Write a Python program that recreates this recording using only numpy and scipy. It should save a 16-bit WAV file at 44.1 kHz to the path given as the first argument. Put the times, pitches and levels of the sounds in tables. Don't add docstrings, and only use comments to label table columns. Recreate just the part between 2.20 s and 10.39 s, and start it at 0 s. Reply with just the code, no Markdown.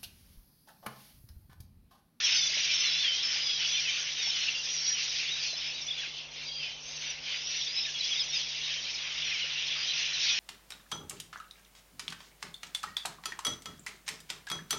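import sys
import numpy as np
from scipy import signal
from scipy.fft import rfft, irfft
from scipy.io import wavfile

SR = 44100
rng = np.random.default_rng(int(sys.argv[2]) if len(sys.argv) > 2 else 0)


def master_out(mix):
    frames = np.transpose(np.atleast_2d(mix))
    ceiling = np.clip(frames, -1, 1)
    pcm = np.round(ceiling * 32767).astype(np.int16)
    wavfile.write(sys.argv[1], SR, pcm)


N = 361179
CUTOFF_HZ = 6880

REGISTER_HZ = (1900, 3300, 5400)


def from_db(db):
    return 10 ** (np.asarray(db) / 20)


def rms_one(x):
    return x / np.sqrt(np.mean(x ** 2) + 1e-20)


def at_hz(points, hz):
    point_hz, point_db = np.transpose(points)
    return np.interp(np.log(hz), np.log(point_hz), point_db)


def drift(rate_hz):
    step, settle = 40, 2000
    pole = np.exp(-2 * np.pi * rate_hz * step / SR)
    noise = rng.standard_normal(N // step + settle + 2)
    slow = signal.lfilter([1], [1, -2 * pole, pole * pole], noise)[settle:]
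    return np.interp(np.arange(N) / step, np.arange(len(slow)), rms_one(slow))


def add(out, start_s, sound):
    i = max(round(start_s * SR), 0)
    out[i:i + len(sound)] += sound[:N - i]


def loudness(hz):
    # time in seconds, level in dB ahead of the other
    # offsets, high voices against that level in dB.
    swell_rows = [(0.0, -22.5, -6), (.29, -28, -1.5), (.75, -28.5, -4.5), (.93, -30, -1.5),
                  (1.2, -29, -3.5), (2.2, -30.5, -2.5), (2.379, -33.5, -3), (2.55, -32, 1), (2.78, -31, -2),
                  (3.74, -36.5, -4.5), (4.1, -44, -6.5), (4.36, -43.5, -3), (4.52, -37.5, -7),
                  (4.62, -45, -1), (4.84, -34.5, -4.5), (4.99, -40.5, -7), (5.1, -37.5, -4.5),
                  (5.45, -33.5, -4), (6.02, -37, -0.5), (6.18, -33.5, -4), (7.2, -29.5, -8),
                  (7.5, -28.5, -7.5), (7.9, -29, -5.5), (8.19, -25.5, -5.5)]
    # time in seconds, centre in Hz,
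    # lift in dB at that time and pitch.
    burst_rows = [(.39, 1910, 3.5), (.53, 5430, 4.5), (.66, 3000, 3.5), (.85, 3200, 2.5), (1.53, 2180, 2),
                  (1.71, 2840, 2), (2.17, 1900, 4), (2.28, 2820, 3.5), (2.83, 4500, 4), (3.001, 2200, 6.5),
                  (3.26, 4000, 7), (3.46, 2200, 4.5), (3.85, 2300, 9), (3.99, 4860, 7), (4.19, 2800, 10),
                  (4.26, 5400, 6.5), (4.44, 2970, 7.5), (4.72, 5400, 3.5), (4.89, 3280, 2),
                  (4.9, 5200, 2.5), (5.08, 3300, 8), (5.16, 1900, 5), (5.36, 3430, 7.5), (5.85, 4530, 5.5),
                  (5.97, 2600, 10), (6.157, 4000, 6), (6.25, 1900, 2.5), (6.5, 2600, 3), (7.1, 2560, 2.5),
                  (7.22, 2600, 1), (7.809, 4130, 4.5), (8.06, 4500, 4)]
    # frequency in Hz, relative level in dB.
    rasp_colour = [(900, -20.5), (1300, -13.5), (1700, -6.5), (2200, -1), (2800, 1.5), (3400, 0),
                   (4200, -6), (5000, -4.5), (5800, -4.5), (6250, -15), (6500, -14.5), (6800, -25)]
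    low_voices_db, middle_voices_db = -10.5, -6
    burst_s, burst_octaves = .045, .99

    t = np.arange(0, N / SR + .01, .005)
    swell_s, level_db, high_voices_db = np.transpose(swell_rows)
    low, middle, high = [np.interp(np.log(hz), np.log(REGISTER_HZ), one) for one in np.eye(3)]
    register_db = low * low_voices_db + middle * middle_voices_db + high * high_voices_db
    swell = np.interp(t, swell_s, level_db + register_db)

    when_s, centre_hz, lift_db = np.transpose(burst_rows)
    near = lift_db * np.exp(-.5 * (np.log2(hz / centre_hz) / burst_octaves) ** 2)
    lift = near @ np.exp(-.5 * ((t - when_s[:, None]) / burst_s) ** 2)
    return np.interp(np.arange(N) / SR, t, swell + lift) + at_hz(rasp_colour, hz)


def crowd(grain_db, burst_db, own_db):
    grain = from_db(grain_db * rng.standard_normal((2, N)))
    clicks = rng.standard_normal((2, N)) * grain
    edges_hz = np.linspace(800, 6900, num=21)
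    bursts = [drift(8.0) for _ in range(6)]
    rattle_db = .52 * drift(21)
    out = np.zeros(N)
    for k, (low_hz, high_hz) in enumerate(zip(edges_hz, edges_hz[1:])):
        band_pass = signal.butter(2, [low_hz, high_hz], "band", fs=SR, output="sos")
        band = signal.sosfilt(band_pass, clicks[k % 2])
        group, share = divmod(k / 4, 1)
        burst = np.sqrt(1 - share) * bursts[int(group)] + np.sqrt(share) * bursts[int(group) + 1]
        chance_db = rattle_db + burst_db * burst + own_db * drift(11)
        out += rms_one(band) * from_db(loudness((low_hz + high_hz) / 2) - 8.5 + chance_db)
    return out


def glide(long_s, first_hz, middle_hz, last_hz, level_db, waver_hz, flutter_db, fade_s=.007):
    u = np.linspace(0, 1, num=round(long_s * SR))
    i = rng.integers(0, N - SR) + np.arange(len(u))
    waver = waver_hz[i] - waver_hz[i].mean()
    flutter = flutter_db[i] - flutter_db[i].mean()
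    hz = first_hz * (1 - u) * (1 - 2 * u) + middle_hz * 4 * u * (1 - u) + last_hz * u * (2 * u - 1)
    fade = np.clip(np.minimum(u, 1 - u) * long_s / fade_s, 0, 1)
    tone = np.sin(2 * np.pi * np.cumsum(hz + waver) / SR)
    return np.sqrt(2) * fade * from_db(level_db + flutter) * tone


def whistles():
    # start in seconds, length in seconds (both without the margin), first, middle and last pitch
    # in Hz, RMS level in dB around which it flutters.
    whistle_rows = [(0.038, 0.045, 3370, 3210, 3160, -34.5), (0.046, 0.19, 5470, 5340, 5160, -34.5),
                    (0.146, 0.13, 6100, 5890, 5910, -35), (0.178, 0.11, 3750, 3506, 3560, -34),
                    (0.489, 0.048, 2430, 2360, 2300, -39.5), (0.522, 0.099, 5380, 5360, 5160, -34),
                    (0.642, 0.067, 4400, 4070, 3900, -35), (0.64, 0.057, 3500, 3500, 3420, -35.5),
                    (0.597, 0.082, 5990, 5950, 5740, -37.5), (0.668, 0.081, 5310, 5350, 5270, -37.5),
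                    (0.708, 0.12, 3320, 3480, 3560, -35.5), (0.726, 0.12, 3880, 4060, 4130, -40),
                    (0.832, 0.078, 3520, 3190, 3050, -30.5), (0.911, 0.029, 3200, 3080, 2930, -32),
                    (0.935, 0.084, 3130, 3230, 3190, -36), (1.029, 0.09, 5360, 5260, 5340, -35.5),
                    (1.123, 0.24, 5130, 4960, 5060, -38), (1.255, 0.125, 3460, 3330, 3260, -36.5),
                    (1.395, 0.08, 3070, 3010, 2900, -37.5), (1.41, 0.18, 3360, 3390, 3560, -37.5),
                    (1.522, 0.047, 5800, 5855, 5800, -36.5), (1.533, 0.028, 3240, 3070, 3170, -35),
                    (1.563, 0.035, 2725, 2450, 2400, -37.5), (1.652, 0.047, 2755, 2514, 2300, -36),
                    (1.677, 0.069, 2944, 3100, 3250, -38), (1.97, 0.11, 3880, 3600, 3280, -39.5),
                    (2.027, 0.039, 5660, 5520, 5500, -36.5), (2.07, 0.035, 5330, 5410, 5300, -32),
                    (2.099, 0.14, 3130, 2985, 2860, -40.5), (2.245, 0.06, 2624, 2760, 2750, -39),
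                    (2.21, 0.06, 5350, 5400, 5250, -40.5), (2.346, 0.067, 2740, 2790, 2760, -38),
                    (2.434, 0.028, 5500, 5170, 4770, -42), (2.497, 0.097, 5700, 5790, 5660, -37.5),
                    (2.586, 0.045, 5450, 5460, 5560, -36.5), (2.65, 0.1, 5570, 5710, 5670, -32),
                    (2.725, 0.087, 3280, 2950, 2690, -41), (3.084, 0.04, 3390, 3600, 4040, -37),
                    (3.121, 0.034, 3880, 3710, 3540, -37), (3.15, 0.055, 3950, 3810, 3830, -43.5),
                    (3.137, 0.038, 5100, 5050, 4880, -52), (3.201, 0.057, 4850, 4640, 4400, -41),
                    (3.261, 0.1, 4370, 4150, 4000, -44), (3.365, 0.15, 5220, 5200, 5250, -43),
                    (3.539, 0.1, 3800, 3790, 3400, -46), (3.613, 0.021, 6080, 5500, 5300, -39.5),
                    (3.664, 0.019, 5230, 5900, 5170, -40), (3.678, 0.015, 3300, 3480, 3570, -36),
                    (3.706, 0.012, 3750, 3410, 3400, -30.5), (3.722, 0.02, 3500, 3600, 3450, -38.5),
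                    (3.754, 0.089, 3000, 2240, 1460, -50.5), (3.781, 0.029, 3500, 3380, 3400, -36.5),
                    (4.268, 0.1, 4730, 4730, 4920, -44), (4.288, 0.092, 3200, 3280, 3200, -44),
                    (4.352, 0.063, 4750, 4760, 4940, -43), (4.419, 0.045, 4950, 5040, 5050, -45),
                    (4.384, 0.082, 3220, 3130, 2960, -43.5), (4.466, 0.13, 3035, 3090, 2970, -48),
                    (4.42, 0.052, 2800, 2570, 2450, -43), (4.632, 0.26, 6070, 6260, 5750, -50),
                    (4.862, 0.019, 6400, 5880, 5820, -44), (4.897, 0.019, 6000, 5870, 5830, -38),
                    (5.267, 0.15, 5790, 5820, 5870, -41), (5.404, 0.068, 5670, 5450, 5480, -43),
                    (5.403, 0.018, 3380, 3330, 3250, -37.5), (5.418, 0.022, 3350, 3650, 3560, -38),
                    (5.46, 0.017, 3900, 3680, 3500, -38), (5.481, 0.16, 4770, 5030, 5090, -41),
                    (5.55, 0.082, 5110, 5250, 5410, -35.5), (5.576, 0.022, 3480, 4020, 3450, -35),
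                    (5.63, 0.034, 3590, 3730, 3760, -37.5), (5.63, 0.034, 3750, 2800, 1950, -43),
                    (5.667, 0.033, 1880, 1700, 1720, -48), (5.742, 0.048, 3600, 3270, 3520, -39),
                    (5.798, 0.015, 4170, 4100, 3820, -34.5), (5.827, 0.045, 3500, 3280, 3500, -38.5),
                    (5.872, 0.035, 5200, 5100, 5150, -41), (5.908, 0.027, 3480, 3330, 3270, -32),
                    (5.962, 0.046, 3300, 3760, 3250, -35.5), (5.999, 0.023, 5340, 5130, 4900, -30.5),
                    (6.065, 0.037, 4220, 3750, 3200, -45), (6.096, 0.017, 5740, 5620, 5300, -36.5),
                    (6.127, 0.046, 3520, 3690, 3380, -36), (6.141, 0.038, 5230, 5030, 4800, -34.5),
                    (6.295, 0.04, 3760, 3750, 3830, -44), (6.436, 0.045, 3800, 3710, 3830, -40.5),
                    (6.54, 0.07, 3550, 3170, 3090, -43), (6.61, 0.064, 3100, 3900, 4280, -47),
                    (6.738, 0.03, 5400, 5200, 5050, -42), (6.789, 0.093, 4000, 3300, 3080, -46),
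                    (7.05, 0.049, 5850, 5700, 5460, -40.5), (7.118, 0.046, 2600, 2390, 2150, -38),
                    (7.203, 0.05, 3250, 2915, 2790, -38.5), (7.358, 0.049, 2850, 2736, 2830, -40.5),
                    (7.589, 0.066, 4960, 4880, 4980, -43), (7.675, 0.044, 3780, 3930, 4050, -39),
                    (7.679, 0.027, 3220, 3180, 3140, -36), (7.932, 0.042, 4200, 3990, 3700, -37.5),
                    (8.088, 0.063, 2550, 2490, 2500, -38.5)]
    margin_s = .006
    out = np.zeros(N)
    waver_hz, flutter_db = 30 * drift(60), 2.8 * drift(55)
    for start_s, long_s, *voice in whistle_rows:
        add(out, start_s - margin_s, glide(long_s + 2 * margin_s, *voice, waver_hz, flutter_db))
    return out


def chirps(far_db, count):
    out = np.zeros(N)
    waver_hz, flutter_db = 40 * drift(70), 3.5 * drift(60)
    levels = [loudness(hz)[::441] for hz in REGISTER_HZ]
    for when, pitch, length, bend, arch, size in rng.random((count, 6)):
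        start_s = when * N / SR
        hz = 2000 + 4200 * pitch
        long_s = .015 + .05 * length ** 3
        crowd_db = np.interp(hz, REGISTER_HZ, [level[int(start_s * 100)] for level in levels])
        level_db = crowd_db + far_db + 5 * size ** 2
        fall_hz = 600 * (bend - .25)
        middle_hz = hz + 200 * (arch - .3)
        chirp = glide(long_s, hz + fall_hz / 2, middle_hz, hz - fall_hz / 2, level_db, waver_hz, flutter_db)
        add(out, start_s, chirp)
    return out


def scrub(x, echo_db):
    out = x.copy()
    for lag_s in (.011, .023, .041):
        add(out, lag_s, from_db(echo_db) * x)
    return out


def drops():
    # start in seconds, level in dB from which the ring decays, starting pitch in Hz.
    drop_rows = [(0.295, -47, 556), (0.369, -41.5, 520), (1.159, -45.5, 750), (2.072, -44.5, 750),
                 (3.098, -50, 350), (3.331, -42.5, 560), (3.876, -49, 340), (5.479, -54, 370),
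                 (7.242, -47.5, 485)]
    attack_s, decay_s = .00072, .063
    out = np.zeros(N)
    t = np.arange(round(.06 * SR)) / SR
    for start_s, level_db, hz in drop_rows:
        phase = 2 * np.pi * hz * (t + 12 * t ** 2)
        envelope = from_db(level_db - 60 * t / decay_s) * np.minimum(t / attack_s, 1)
        add(out, start_s, envelope * np.sin(phase))
    return out


def air():
    # frequency in Hz, relative density in dB per Hz.
    hiss_colour = [(20, -18), (40, -1.5), (75, 2), (125, -1.5), (200, -9), (300, -5), (500, 4), (900, 1.5),
                   (1600, -5.5), (6500, -15)]
    hiss_db = -58
    hz = np.maximum(np.arange(N // 2 + 1) * SR / N, 1)
    spectrum = rfft(rng.standard_normal(N)) * from_db(at_hz(hiss_colour, hz)) * (hz < CUTOFF_HZ)
    return from_db(hiss_db) * rms_one(irfft(spectrum, N))


def hum():
    # multiple of the mains frequency, RMS level in dB around which the tone wavers.
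    tone_rows = [(1, -70.5), (3, -63.5), (5, -70.5), (7, -77.5), (9, -84)]
    mains_hz, waver_db = 50.07, 2.0
    turn = 2 * np.pi * mains_hz * np.arange(N) / SR
    out = np.zeros(N)
    for multiple, level_db in tone_rows:
        level = from_db(level_db + waver_db * drift(13.0))
        out += np.sqrt(2) * level * np.sin(round(multiple) * turn)
    return out


def scene():
    far = chirps(far_db=-12.0, count=1700)
    calls = scrub(whistles() + far, echo_db=-21)
    rasp = crowd(grain_db=3.0, burst_db=1.38, own_db=2.21)
    return (rasp + calls + drops() + air() + hum())[None]


def record(dry):
    shimmer_hz = (9000, 15700)
    bend_db = -19
    channel = signal.ellip(12, .3, 60, CUTOFF_HZ, fs=SR, output="sos")
    line = signal.sosfilt(channel, dry)
    above = signal.cheby2(10, 50, shimmer_hz[0], "high", fs=SR, output="sos")
    shimmer = signal.sosfilt(above, line ** 2)
    top = signal.cheby2(12, 60, shimmer_hz[1], fs=SR, output="sos")
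    return signal.sosfilt(top, line + from_db(bend_db) * shimmer)


dry = scene()
out = record(dry)
master_out(out)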